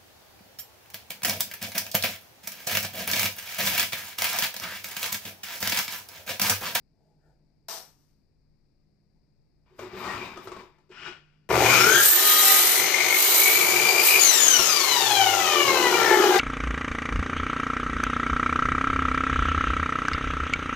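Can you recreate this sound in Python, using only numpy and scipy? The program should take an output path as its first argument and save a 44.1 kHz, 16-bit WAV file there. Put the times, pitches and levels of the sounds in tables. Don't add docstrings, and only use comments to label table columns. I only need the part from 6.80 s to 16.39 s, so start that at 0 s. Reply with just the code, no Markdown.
import sys
import numpy as np
from scipy import signal
from scipy.fft import rfft, irfft, next_fast_len
from scipy.io import wavfile
from scipy.ndimage import uniform_filter1d

SR = 44100
rng = np.random.default_rng(int(sys.argv[2]) if len(sys.argv) > 2 else 0)


def nominal_scale(level):
    x = np.asarray(level, float) / 20
    return 10 ** x


def bounce(signal):
    frames = np.transpose(np.atleast_2d(signal))
    limited = np.clip(frames, -1, 1)
    pcm = np.round(limited * 32767).astype(np.int16)
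    wavfile.write(sys.argv[1], SR, pcm)


N = 422841
T = np.arange(N) / SR
START_S, RELEASE_S = 4.69, 7.39
ON = slice(int(START_S * SR), N)
T_ON = T[ON]
PINION_TEETH, WHEEL_TEETH = 7, 43
EDGE_HZ = 14570


def evened(x):
    return x / np.sqrt(np.mean(x ** 2) + 1e-20)


def read(points, hz):
    f, value = np.transpose(points)
    return np.interp(np.log(hz + 1), np.log(f + 1), value)


def curves(rows, off=-140.):
    s, *columns = np.transpose(rows)
    ends_early = s[-1] < T[-1] - .05
    return [np.interp(T, s, c, left=off, right=off if ends_early else c[-1]) for c in columns]


def colour(x, points, modes=(), lift_db=0.):
    size = next_fast_len(x.shape[-1] + SR // 4)
    hz = np.fft.rfftfreq(size, 1 / SR)
    top_db = max([m[2] for m in modes], default=0)
    bumps = 1
    for f, width_hz, db in modes:
        bumps = bumps + nominal_scale(lift_db + .5 * (db - top_db)) ** 2 / (1 + (2 * (hz - f) / width_hz) ** 2)
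    return irfft(rfft(x, size) * nominal_scale(read(points, hz)) * np.sqrt(bumps), size)[..., :x.shape[-1]]


def drift(place):
    steps = np.arange(int(place.max()) + 2)
    return np.interp(place, steps, rng.standard_normal(len(steps)))


def swell(place):
    steps = np.arange(int(place.min()), int(place.max()) + 2)
    return np.interp(place, steps, rng.standard_normal((len(steps), 2)) @ [1, 1j])


def throb(turns, depth):
    return 1 + depth * np.cos(2 * np.pi * turns) + .2 * depth * drift(turns * 3)


def arch(centre_s, half_width_s, db=0., t=T_ON):
    return np.maximum(db - 10 * ((t - centre_s) / half_width_s) ** 2, -200)


def summed(levels):
    return 10 * np.log10(sum(nominal_scale(db) ** 2 for db in levels) + 1e-30)


def hump(x, hz, width):
    turn = np.exp(2j * np.pi * np.cumsum(np.maximum(hz, 300)) / SR)
    smooth = signal.lfilter([1], [1, -np.exp(-np.pi * width / SR)], x / turn)
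    return evened((turn * smooth).real)


def ringing(knocks, parts, t):
    out = np.zeros(len(t))
    for f, width_hz, s, half_s, db in parts:
        near = abs(t - s) < 2.5 * half_s
        note = hump(knocks[near], np.full(near.sum(), f), width_hz)
        note = evened(note / (uniform_filter1d(note ** 2, size=900) + .05) ** .25)
        out[near] += nominal_scale(arch(s, half_s, db, t[near])) * note
    return out


def wide(same=0.2):
    a, b = rng.standard_normal((2, len(T_ON)))
    return np.array([a, same * a + np.sqrt(1 - same ** 2) * b])


def whole(x):
    return np.pad(x, [(0, 0)] * (x.ndim - 1) + [(N - x.shape[-1], 0)])


# frequency in Hz, level in dB.
QUIET_SPECTRUM = [(12, -41), (20, 1), (61, -19), (87, -10.5), (121, -12.5), (155, -4), (178, -18),
                  (211, -22.5), (256, -15.5), (1350, -43), (2410, -40), (3180, -56), (4820, -34),
                  (6360, -54), (15000, -55)]
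# frequency in Hz, level in dB.
FAR_HUM = [(53.8, -78), (150.7, -75.5), (204.6, -80)]


def quiet():
    a, b = rng.standard_normal((2, N))
    out = nominal_scale(-67) * evened(colour(np.array([a + 0.93 * b, a - 0.44 * b]), QUIET_SPECTRUM))
    for hz, db in FAR_HUM:
        out = out + nominal_scale(db + 3.0 + 5.1 * drift(T * 8)) * np.sin(2 * np.pi * hz * T)
    return out


# centre in s, half-width in s, low band in dB, high band in dB.
HANDS = [
    (.27, 0.12, -66.5, -90),
    (.48, 0.068, -65.5, -71),
    (.55, 0.38, -77, -99),
    (2.37, 0.023, -75, -98),
    (2.8, 0.27, -84, -99),
]


def hands():
    t = T[:int(3.2 * SR)]
    low, high = rng.standard_normal((2, len(t)))
    low_db, high_db = (summed(arch(s, w, db[k], t) for s, w, *db in HANDS) for k in (0, 1))
    low = evened(colour(low, [(150, -20), (250, -3), (600, 2), (880, 2), (1100, -28)]))
    high = evened(colour(high, [(1150, -17), (1400, 7), (1750, 5), (2100, -19)]))
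    out = nominal_scale(low_db - 5.5) * low + nominal_scale(high_db - 5.5) * high
    return np.pad(out, (0, N - len(t)))


# time in s, level in dB.
KNOB = [
    (0.884, -34),
    (0.904, -35),
    (0.974, -41),
    (1.152, -71.5),
    (1.3, -77),
    (1.5, -100),
]
# frequency in Hz, level in dB.
KNOB_COLOUR = [(120, -40), (200, -20), (262, -18), (540, -5), (602, -12), (671, -4.5), (1090, -7),
               (1200, -7), (2000, -13.5), (3500, -13), (5660, -4.5), (7020, -14.5), (14000, -5.5),
               (15000, -29)]


def knob():
    t = T[:int(3.2 * SR)]
    chatter = rng.standard_normal(len(t)) * nominal_scale(2.0 * drift(t * 600))
    out = evened(colour(chatter, KNOB_COLOUR)) * nominal_scale(curves(KNOB)[0][:len(t)])
    return np.pad(out, (0, N - len(t)))


# time in s, level in dB.
SLIDES = [
    [(2.85, -90), (2.865, -68), (2.982, -67), (2.99, -42.5), (3.1, -47.5), (3.2, -38.5), (3.28, -36.5),
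     (3.418, -38.5), (3.542, -44.5), (3.66, -49.5), (3.8, -48), (3.88, -61), (4.085, -79)],
    [(4.085, -89), (4.116, -52.5), (4.27, -36.5), (4.442, -66.5), (4.68, -80)],
]
# frequency in Hz, level in dB.
RAILS = [
    [(35, -32), (60, -7), (234, -5.5), (339, -13.5), (663, -13), (1130, -15), (2420, -13.5), (10600, -50), (14000, -33), (15000, -50)],
    [(35, -47), (60, -8), (246, -7), (347, -13), (648, -10), (1420, -4), (2710, -5.5), (8230, -32), (9670, -63), (15000, -46)],
]
# frequency in Hz, width in Hz, level in dB.
RAIL_MODES = [
    [(360, 53, -2), (557, 27, -16), (1040, 160, 3), (1650, 44, -34), (1920, 39, -19), (2320, 37, -9), (3700, 76, -3), (4710, 170, -26)],
    [(348, 30, -3), (1440, 110, -3), (2500, 97, -13), (2900, 110, -2), (3260, 47, -4), (5300, 480, -6)],
]
SCRAPE_HZ = (1250, 2420)
HISS_DB = (-23, -38)
# centre in s, half-width in s, level in dB.
LURCHES = [(2.94, 0.032, -62), (3.045, 0.037, -43.5), (3.16, .03, -44), (3.215, 0.013, -46),
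           (3.27, 0.044, -54), (3.41, 0.028, -48), (3.58, .03, -51), (3.69, 0.052, -50), (3.77, .03, -52),
           (3.83, 0.041, -54), (4.105, 0.012, -50), (4.29, 0.023, -51), (4.2, .15, -75)]
# frequency in Hz, width in Hz, centre in s, half-width in s, level in dB.
RAIL_RINGS = [(2400, 81, 3.24, 0.017, -50), (1890, 57, 3.31, 0.023, -37.5), (2430, 140, 3.42, .09, -46),
              (13000, 2600, 3.0, 0.028, -60), (850, 140, 3.27, 0.043, -47), (1160, 150, 3.26, 0.044, -41.5),
              (1310, 240, 3.34, 0.037, -42), (3670, 180, 3.46, .02, -53), (13500, 2500, 3.645, 0.017, -54),
              (13000, 2400, 3.2, .03, -54)]
# frequency in Hz, level in dB.
CASTING = [(280, -50), (325, -8), (350, 1), (385, 1), (430, -10), (540, -26), (700, -50)]


def slides():
    out = np.zeros(N)
    hiss_colour = [(2500, -30), (5000, 15), (7000, -12), (10000, -27), (13500, -6)]
    for rows, rail, modes, hz, hiss_db in zip(SLIDES, RAILS, RAIL_MODES, SCRAPE_HZ, HISS_DB):
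        on = slice(int(rows[0][0] * SR), int(rows[-1][0] * SR))
        push_db, t = curves(rows)[0][on], T[on]
        grit = rng.standard_normal(len(t)) * nominal_scale(1.5 * drift(t * 300))
        scrape = evened(colour(grit, rail, modes, lift_db=10.5))
        scrape += 0.12 * hump(grit, np.full(len(t), hz), width=420.0)
        out[on] += nominal_scale(push_db - 1.5) * scrape
        out[on] += nominal_scale(push_db + hiss_db) * evened(colour(grit, hiss_colour))
        out[on] += ringing(grit, [r for r in RAIL_RINGS if t[0] < r[2] < t[-1]], t)
        out[on] += nominal_scale(summed(arch(*row, t) for row in LURCHES)) * evened(colour(grit, CASTING))
    return out


# time in s, peak in dB, ring in Hz.
TICKS = [(2.991, -33.5, 560), (3.029, -39, 350), (3.572, -33, 1250), (3.672, -31.5, 1320),
         (3.717, -32, 1130), (3.764, -36, 1090), (3.805, -39.5, 992), (3.983, -56, 870), (4.092, -55, 915),
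         (4.114, -47, 2990), (7.79, -17, 1088)]


def ticks():
    out, t = np.zeros(N), np.arange(4000) / SR
    for s, db, hz in TICKS:
        crack = rng.standard_normal(len(t)) * (0.63 * np.exp(-t / 0.005) + 0.73 * np.exp(-t / 0.018))
        ring = 0.35 * np.sin(2 * np.pi * hz * t) * np.exp(-t / 0.015)
        ring += 0.065 * np.sin(2 * np.pi * 360 * t) * np.exp(-t / 0.029)
        at = round(s * SR)
        out[at:at + len(t)] += nominal_scale(db + 5.5) * (crack + ring) * np.minimum(t / .0015, 1)
    return colour(out, [(150, -5.5), (400, 4.0), (800, -3.5), (1300, -1.0), (1900, -10.5),
                        (2800, -13.5), (6000, -19), (14000, -33)])


def mesh():
    run_hz, climb_hz_per_s, lag_hz, wind_up_s = 1742, 254, 1500, .277
    let_go_s, creep_hz, coast_s, brake_s, brake_share = 7.38, 305, .721, .127, .079
    driven_s = np.clip(T, START_S, let_go_s) - START_S
    free_s = np.maximum(T - let_go_s, 0)
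    hz = run_hz + climb_hz_per_s * driven_s - lag_hz * np.exp(-driven_s / wind_up_s)
    slowing = (1 - brake_share) * np.exp(-free_s / coast_s) + brake_share * np.exp(-free_s / brake_s)
    return creep_hz + (hz - creep_hz) * slowing


def coasting(fade_s):
    return np.clip((T_ON - RELEASE_S) / fade_s, 0, 1)


def layer(mesh_hz, run_db, kick_db, fade_s, db_per_bite_db, coast_db, db_per_octave):
    load_db = np.maximum(np.interp(T_ON, *np.transpose(BITE)) + 31, 0)
    driven_db = run_db + kick_db * np.exp(-(T_ON - START_S) / fade_s) + db_per_bite_db * load_db
    free_db = coast_db + db_per_octave * np.log2(mesh_hz.max() / mesh_hz)
    gain = nominal_scale(driven_db + coasting(0.021) * (free_db - driven_db))
    return gain * np.clip((T_ON - START_S - .002) / 0.011, 0, 1)


# multiple of the mesh, driven level in dB, coasting level in dB.
MESH_ORDERS = [(1, 4.5, 1), (2, -6.5, -1.5), (3, -12, -1.5), (4, -13, 3.5), (5, -24, -1.5), (6, -32, -7.5),
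               (7, -22, -11.5), (8, -27, -9.5), (9, -19, -9.5), (10, -28, -10), (11, -21, -19),
               (12, -24, -9.5)]
# multiple, centre in s, half-width in s, extra dB.
WHINE_SWELLS = [(1, 4.8, 0.066, -7), (2, 4.95, 0.07, 13.5), (4, 7.5, 0.094, -9), (5, 8.55, .1, -5),
                (5, 8.2, 0.27, -5), (4, 8.1, 0.14, 2), (4, 5.04, .04, 3), (1, 4.7, 0.12, 4),
                (1, 5.07, 0.059, 10.5), (1, 5.185, 0.066, 11.5), (1, 7.34, 0.054, 7.5), (1, 6.5, .15, -5),
                (1, 6.9, 0.21, 0), (2, 7.52, 0.2, 5.5), (5, 8.3, .2, 7), (6, 7, .3, 8), (7, 7.6, 0.33, 7.5),
                (8, 7.9, 0.25, 3), (5, 8.75, 0.22, 0), (1, 8.38, 0.084, 4), (1, 8.9, 0.12, 1),
                (2, 5.18, .04, 1), (2, 7.23, 0.42, 4), (2, 8.85, 0.35, 7), (3, 7.5, 0.18, 7.5),
                (3, 7.94, 0.33, -3.5), (4, 5.0, 0.035, 8), (4, 5.1, .03, -2), (1, 5.27, 0.043, 1),
                (1, 6.22, 0.17, 4), (1, 6.65, .06, 5), (4, 5.5, 0.066, -6), (4, 7.68, 0.091, 1),
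                (3, 7.62, 0.1, -9), (4, 7.5, .2, 4), (4, 6.8, 0.11, 0)]
# frequency in Hz, level in dB.
WHINE_PATH = [(200, -6), (350, -0.5), (550, -2.5), (650, -11.5), (800, 3), (1100, 2.5), (1400, 0),
              (1900, -0.5), (2400, 1.5), (4000, 0), (6500, 3), (8500, 4), (11000, 21), (15000, -14)]
# frequency in Hz, width in Hz, level in dB.
GEARBOX_MODES = [(370, 45, -19), (567, 19, 2), (773.5, 31, 6), (1388, 60, -7.5), (1510, 76, -21),
                 (2324, 214, -11), (3020, 180, -2), (4064, 76, -6.5), (6340, 1330, 0.5)]
# running dB, start kick in dB, kick fade in s, dB per dB of bite, coasting dB, dB per octave slower.
WHINE_GAIN = (-37.5, 0.5, 3.7, -0.17, -37.5, 1.6)


def gear_whine(mesh_hz, teeth):
    coast = coasting(0.012)
    load = np.clip((T_ON - 5.25) / .3, 0, 1) * (1 - coast)
    turn, order, whine = np.exp(2j * np.pi * teeth), 1, np.zeros(len(T_ON))
    dull = nominal_scale(-0.0467 * coast * np.log2(mesh_hz.max() / mesh_hz))
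    for k, driven_db, coast_db in MESH_ORDERS:
        order = order * turn * dull
        line = (1.25 - .45 * load - .2 * coast) / (1 + (k / 6) ** 4)
        wear = line * np.exp(1j * (.8 + .1 * k + load) * drift(teeth / 14))
        wear += (.1 + .3 * load) * swell(teeth / 25)
        wear += (.1 + .45 * load + .15 * coast) * swell(teeth / 9)
        wear += (.28 + .17 * load) * swell(teeth / 2.5)
        level = nominal_scale(driven_db) + coast * (nominal_scale(coast_db) - nominal_scale(driven_db))
        level *= k * mesh_hz < EDGE_HZ
        level *= nominal_scale(sum(db * nominal_scale(arch(s, w)) for m, s, w, db in WHINE_SWELLS if round(m) == k))
        level *= nominal_scale(5 * coast * min(k - 1, 1) * (.5 - abs(drift((T_ON - START_S) * 55))))
        whine += level * (wear * order).real
    whine *= throb(teeth / PINION_TEETH, .45)
    whine *= throb(teeth / WHEEL_TEETH, .45 + .25 * load - .05 * coast)
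    whine *= nominal_scale(1.2 * (1 - coast) * drift(teeth / 120))
    return colour(whine * layer(mesh_hz, *WHINE_GAIN), WHINE_PATH, GEARBOX_MODES, lift_db=14)


def gear_knocks(teeth):
    knocks = rng.standard_normal(len(teeth)) * nominal_scale(1.4 * drift(teeth) + .3 * drift(teeth / 6))
    return knocks * throb(teeth / WHEEL_TEETH, .15) * throb(teeth / PINION_TEETH, 0.47)


# frequency in Hz, level in dB.
HOUSING = [(35, -65), (60, -21), (240, -30), (355, -5), (619, -15), (798, -12.5), (1210, -13),
           (1390, -16.5), (3340, -32.5), (6090, -47), (10600, -78), (14000, -75), (15000, -23)]
# frequency in Hz, width in Hz, level in dB.
HOUSING_MODES = [(375.5, 144, -23), (752, 26, 24.5), (1410, 53, 7), (1710, 25, -22), (2096, 106, 30),
                 (2203, 77, -17), (2930, 170, 17), (4167, 44, -2), (5700, 440, 39.5), (5740, 55, 10)]
# running dB, start kick in dB, kick fade in s, dB per dB of bite, coasting dB, dB per octave slower.
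RATTLE_GAIN = (-27, 13.5, 0.09, -1.0, -42.5, 8.5)


def housing_rattle(knocks, mesh_hz):
    rattle = evened(colour(knocks, HOUSING, HOUSING_MODES, lift_db=14.5)) * layer(mesh_hz, *RATTLE_GAIN)
    loosening_db_per_s = 3.5
    return rattle * nominal_scale(-4.5 + (1 - coasting(0.012)) * loosening_db_per_s * np.maximum(T_ON - 6, 0))


# frequency in Hz, level in dB.
AIR = [(180, -2.5), (300, -10), (353, -7.5), (637, -11), (1290, -10), (1420, -12), (1880, -9), (2400, -9.5),
       (2730, -8), (6510, -12.5), (7920, -18), (13800, -9), (15000, -21.5)]
# running dB, start kick in dB, kick fade in s, dB per dB of bite, coasting dB, dB per octave slower.
FAN_GAIN = (-23.5, 29.5, 0.1455, 0.4353, -18.5, -3)


def fan_air(mesh_hz, teeth):
    air = evened(colour(wide() * throb(teeth / PINION_TEETH, 0.074), AIR, GEARBOX_MODES, lift_db=5.5))
    return air * layer(mesh_hz, *FAN_GAIN) * nominal_scale(-2.0) * np.clip((T_ON - START_S) / 0.26, .05, 1) ** 2.3


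# frequency in Hz, level in dB.
GUARD = [(1800, -19.5), (2250, -5), (2430, 1.5), (2620, -17), (3200, -26), (4800, -23), (5500, -26),
         (6000, -41), (6600, -12), (7200, -45)]
# centre in s, half-width in s, level in dB.
GUARD_RING = (4.95, 0.15, -21)


def guard_ring(knocks):
    return evened(colour(knocks, GUARD)) * nominal_scale(arch(*GUARD_RING))


def casting_boom(knocks, mesh_hz, teeth):
    note_hz, width_hz = 407, 60
    boom = evened(colour(knocks * throb(teeth / (2 * PINION_TEETH), 0.28), CASTING)) * coasting(0.012)
    return boom * (nominal_scale(-85) + nominal_scale(-25) / (1 + ((mesh_hz - note_hz) / width_hz) ** 2))


# frequency in Hz, width in Hz, centre in s, half-width in s, dB.
RINGING = [(400, 330, 4.8, 0.11, -24.5), (390, 100, 5.11, .1, -29), (787, 14, 8.47, 0.21, -28),
           (551, 63, 10, 0.15, -38), (6070, 300, 7.6, 0.43, -34), (800, 55, 9.15, 0.44, -33.5),
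           (1366, 60, 9.2, 0.12, -33), (2920, 110, 12, 0.16, -29), (2990, 120, 8.76, 0.11, -29),
           (2920, 110, 9.06, 0.14, -33), (2990, 94, 9.42, 0.15, -36), (355, 65, 8.95, 0.15, -36),
           (1130, 23, 8.1, 0.15, -41), (1400, 140, 4.96, 0.11, -27.5), (5400, 110, 5.04, 0.061, -29.5),
           (6480, 220, 5.16, 0.074, -26.5), (3250, 180, 5.17, 0.038, -23.5), (3910, 110, 5.53, 0.11, -29),
           (3950, 95, 6.58, 0.25, -34), (4220, 60, 7.3, 0.11, -42), (3700, 50, 6.25, .05, -39),
           (4060, 61, 10, .05, -35), (4010, 100, 9.0, 0.17, -33.5), (2180, 77, 9.8, 0.072, -27.5),
           (2460, 120, 8.72, .06, -37), (2350, 96, 9.18, .07, -40), (1764, 120, 9.3, 0.093, -25.5),
           (1370, 110, 9.4, 0.16, -31), (2040, 62, 9.56, 0.019, -29), (3650, 52, 9.56, .03, -34)]
# centre in s, half-width in s, change in dB.
DUCK = (5.3, 0.069, -4.5)


def motor(mesh_hz, teeth):
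    knocks = gear_knocks(teeth)
    out = gear_whine(mesh_hz, teeth) + housing_rattle(knocks, mesh_hz) + guard_ring(knocks)
    out = out + casting_boom(knocks, mesh_hz, teeth) + fan_air(mesh_hz, teeth)
    centre_s, half_width_s, dip_db = DUCK
    return (out + ringing(knocks, RINGING, T_ON)) * nominal_scale(dip_db * nominal_scale(arch(centre_s, half_width_s)))


# centre in s, half-width in s, level in dB.
HUM = (4.83, 0.26, -34.5)
# centre in s, half-width in s, level in dB.
HUM_TAIL = (5.15, 0.19, -45.5)
# centre in s, half-width in s, level in dB.
THUMP = (4.78, 0.12, -34)
# centre in s, half-width in s, level in dB.
SHAFT = (8.42, 0.28, -44.5)
# frequency in Hz, level in dB.
BENCH_TOP = [(20, -40), (50, -19), (72, -15), (100, -1), (180, 0), (240, -3.5), (320, -32.5)]
# running dB, start kick in dB, kick fade in s, dB per dB of bite, coasting dB, dB per octave slower.
RUMBLE_GAIN = (-51, 19, 0.58, -4, -60.5, 5)


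def bass(teeth, mesh_hz):
    since_s = T_ON - START_S
    hum = nominal_scale(summed([arch(*HUM) + 6.2, arch(*HUM_TAIL)])) * np.sin(2 * np.pi * 119.6 * T_ON)
    hum *= np.clip(since_s / 0.056, 0, 1)
    thump = nominal_scale(arch(*THUMP)) * np.sin(2 * np.pi * 72 * T_ON) * np.clip(since_s / 0.022, 0, 1)
    shake = evened(colour(rng.standard_normal(len(T_ON)), BENCH_TOP))
    shake *= layer(mesh_hz, *RUMBLE_GAIN) * nominal_scale(4.5 * drift(T_ON * 9))
    unbalance = nominal_scale(arch(*SHAFT)) * np.sin(2 * np.pi * teeth / PINION_TEETH)
    return whole(hum + thump + shake + unbalance)


# time in s, level in dB.
BITE = [(4.69, -47.5), (4.88, -39), (5.18, -30), (5.25, -22), (5.36, -28.5), (5.44, -26), (5.49, -25),
        (5.58, -26), (5.74, -23), (5.97, -27), (6.19, -50), (6.37, -28), (6.6, -27.5), (6.91, -34),
        (7.19, -35), (7.27, -24.5), (7.4, -31.5), (9.59, -73)]
# frequency in Hz, level in dB.
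WOOD = [(590, -88), (1000, -23), (1210, 2), (1510, -6.5), (2240, -41), (3460, -5), (3970, -1.5), (4290, 0),
        (5460, -5.5), (9860, 8.5), (13900, 13.5), (14700, 3), (15200, -25)]
# time in s, frequency in Hz, level in dB.
SQUEAL = [
    (5.2, 12200, -56),
    (5.24, 12100, -38),
    (5.3, 13070, -25),
    (5.36, 13600, -16),
    (5.41, 14900, -47),
]


def tear(teeth):
    tearing = wide() * nominal_scale(2.8 * drift(T_ON * 900)) * throb(teeth / WHEEL_TEETH, 0.34)
    out = evened(colour(tearing, WOOD)) * nominal_scale(curves(BITE)[0][ON] + 7.5)
    squeal_hz, squeal_db = curves(SQUEAL)
    return out + nominal_scale(squeal_db[ON]) * hump(tearing[0], squeal_hz[ON], width=64.0)


# frequency in Hz, level in dB.
PLUNGE = [(780.6, -38), (1238, -32), (1588, -44), (2659, -40), (2934, -43), (3225, -37), (3644, -39),
          (3876, -41), (4054, -39), (4522, -42), (5259, -41), (5486, -41), (5712, -43), (7235, -42),
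          (8436, -42), (8732, -45), (9055, -48), (9442, -49), (10325, -44), (11558, -43), (12016, -44),
          (12538, -41), (12737, -40), (13049, -40), (13722, -42), (13857, -35)]
# frequency in Hz, level in dB.
PUSH = [(3924, -42), (4118, -43), (5620, -48), (6282, -47), (6799, -47), (7779, -48), (8387, -46),
        (9109, -48), (9480, -46), (10293, -50), (10471, -50), (11434, -42), (11779, -47), (12107, -43),
        (12225, -44), (12430, -44), (12834, -37), (13162, -43), (13722, -43), (14212, -41), (14303, -41),
        (14454, -47)]
# centre in s, half-width in s, low modes in dB, high modes in dB.
SING = [
    (5.3, 0.084, -34, 2),
    (5.6, 0.22, 1.5, 0.5),
    (6.65, 0.3, 1, 4),
    (7.3, 0.12, -1, -1),
]
BRIEF = {781: (5.72, .1), 2659: (5.7, .08), 3225: (5.53, .17), 3644: (5.71, .06), 4522: (5.56, .06),
         5259: (5.7, .06), 5486: (5.71, .06)}


def blade_song():
    bite_db = curves(BITE)[0][ON]
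    drives = []
    for band in (0, 1):
        sing_db = summed(arch(s, w, db[band]) for s, w, *db in SING)
        drives.append(whole(nominal_scale(uniform_filter1d(bite_db + sing_db, size=1500) + 32.0)))
    low, high = drives
    song = np.zeros(N)
    deep = np.clip((T - 6.15) / .1, 0, 1)
    for modes, share, t0, t1 in ((PLUNGE, 1 - deep, 5.1, 6.25), (PUSH, deep, 6.15, 7.8)):
        on = slice(int(t0 * SR), int(t1 * SR))
        t = T[on]
        for hz, db in modes:
            drive = (low if hz < 4700 else high)[on] * share[on]
            if round(hz) in BRIEF:
                drive = drive * nominal_scale(arch(*BRIEF[round(hz)], 1., t))
            swing = 1 + (.1 + hz / 7000) * swell(t * (10 + hz / 120))
            tone = (swing * np.exp(2j * np.pi * hz * t)).real
            song[on] += nominal_scale(db) * (.72 + hz / 80000) * drive * tone
    return song


# time in s, peak in dB.
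SLAPS = [(8.93, -14), (9, -8.5), (9.067, -8), (9.149, -11), (9.209, -20), (9.337, -18), (9.368, -7),
         (9.399, -5), (9.434, -18), (9.466, -5), (9.498, -7), (9.557, -9)]
# frequency in Hz, level in dB, t60 in s.
SLAP_MODES = [(355, 0, 0.099), (420, -5.5, 0.073), (781, -8, .05), (1390, -7, .04)]


def slaps():
    out, t = np.zeros(N + 6000), np.arange(6000) / SR
    for s, db in SLAPS:
        ring = 0
        for f, mode_db, t60 in SLAP_MODES:
            p = rng.random()
            ring = ring + nominal_scale(mode_db - 60 * t / t60) * np.sin(2 * np.pi * (f * (.98 + 0.042 * p) * t + p))
        out[round(s * SR):][:len(t)] += nominal_scale(db - 7.5) * ring * np.minimum(t / .004, 1)
    return out[:N]


# frequency in Hz, likeness 0 to 1.
SAME = [(60, .9), (300, .8), (700, .5), (1500, .2), (3000, 0), (14000, 0)]
# frequency in Hz, t60 in s.
ROOM = [(100, .3), (1000, .28), (5000, .2), (14000, .15)]
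# frequency in Hz, level in dB.
WET = [(100, -5), (1000, -3), (4000, -2), (14000, -2)]


def room(x):
    hz, t, z = signal.stft(rng.standard_normal((2, SR // 2)), SR, nperseg=256)
    same = np.clip(read(SAME, hz), 0, 1)[:, None]
    z[1] = same * z[0] + np.sqrt(1 - same ** 2) * z[1]
    t60 = read(ROOM, hz)[:, None]
    decay = nominal_scale(read(WET, hz)[:, None] - 60 * t / t60) / np.sqrt(t60)
    tail = signal.istft(z * decay, SR, nperseg=256)[1]
    tail *= np.sqrt(6 * np.log(10) / SR)
    tail[:, :130] = 0
    tail[0, 0] = tail[1, 2] = 1
    return signal.fftconvolve(x, 0.83 * tail, axes=1)[:, :N]


def scene():
    mesh_hz = mesh()
    teeth = (np.cumsum(mesh_hz) / SR)[ON]
    mesh_hz = mesh_hz[ON]
    no_bass = signal.butter(8, 270, "high", fs=SR, output="sos")
    saw = signal.sosfilt(no_bass, motor(mesh_hz, teeth) + tear(teeth))
    shop = hands() + knob() + slides() + ticks() + bass(teeth, mesh_hz) + slaps()
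    duck = nominal_scale(np.interp(T, [4.7, 4.9], [0, -25]))
    return room(whole(saw) + shop) + blade_song() + quiet() * duck


def band_limit(x):
    return signal.sosfilt(signal.butter(12, 15420, fs=SR, output="sos"), x)


# frequency in Hz, left minus right in dB.
PORTS = [(60, 1), (110, -5.5), (200, 3.5), (380, 2.5), (690, 4.5), (1280, 8), (2360, 6.5), (4360, 17),
         (8040, 23), (14800, -20)]


def record(dry):
    left = [(hz, 20 * np.log10(2 / (1 + nominal_scale(-db)))) for hz, db in PORTS]
    right = [(hz, 20 * np.log10(2 / (1 + nominal_scale(db)))) for hz, db in PORTS]
    ports = np.array([colour(v, tilt) for v, tilt in zip(dry, (left, right))])
    band = signal.firwin(511, EDGE_HZ, window=("kaiser", 9), fs=SR)
    ports = signal.oaconvolve(ports, band[None], "same")
    return band_limit(1.299 * np.tanh(ports / 1.274))


dry = scene()
out = record(dry)
bounce(out)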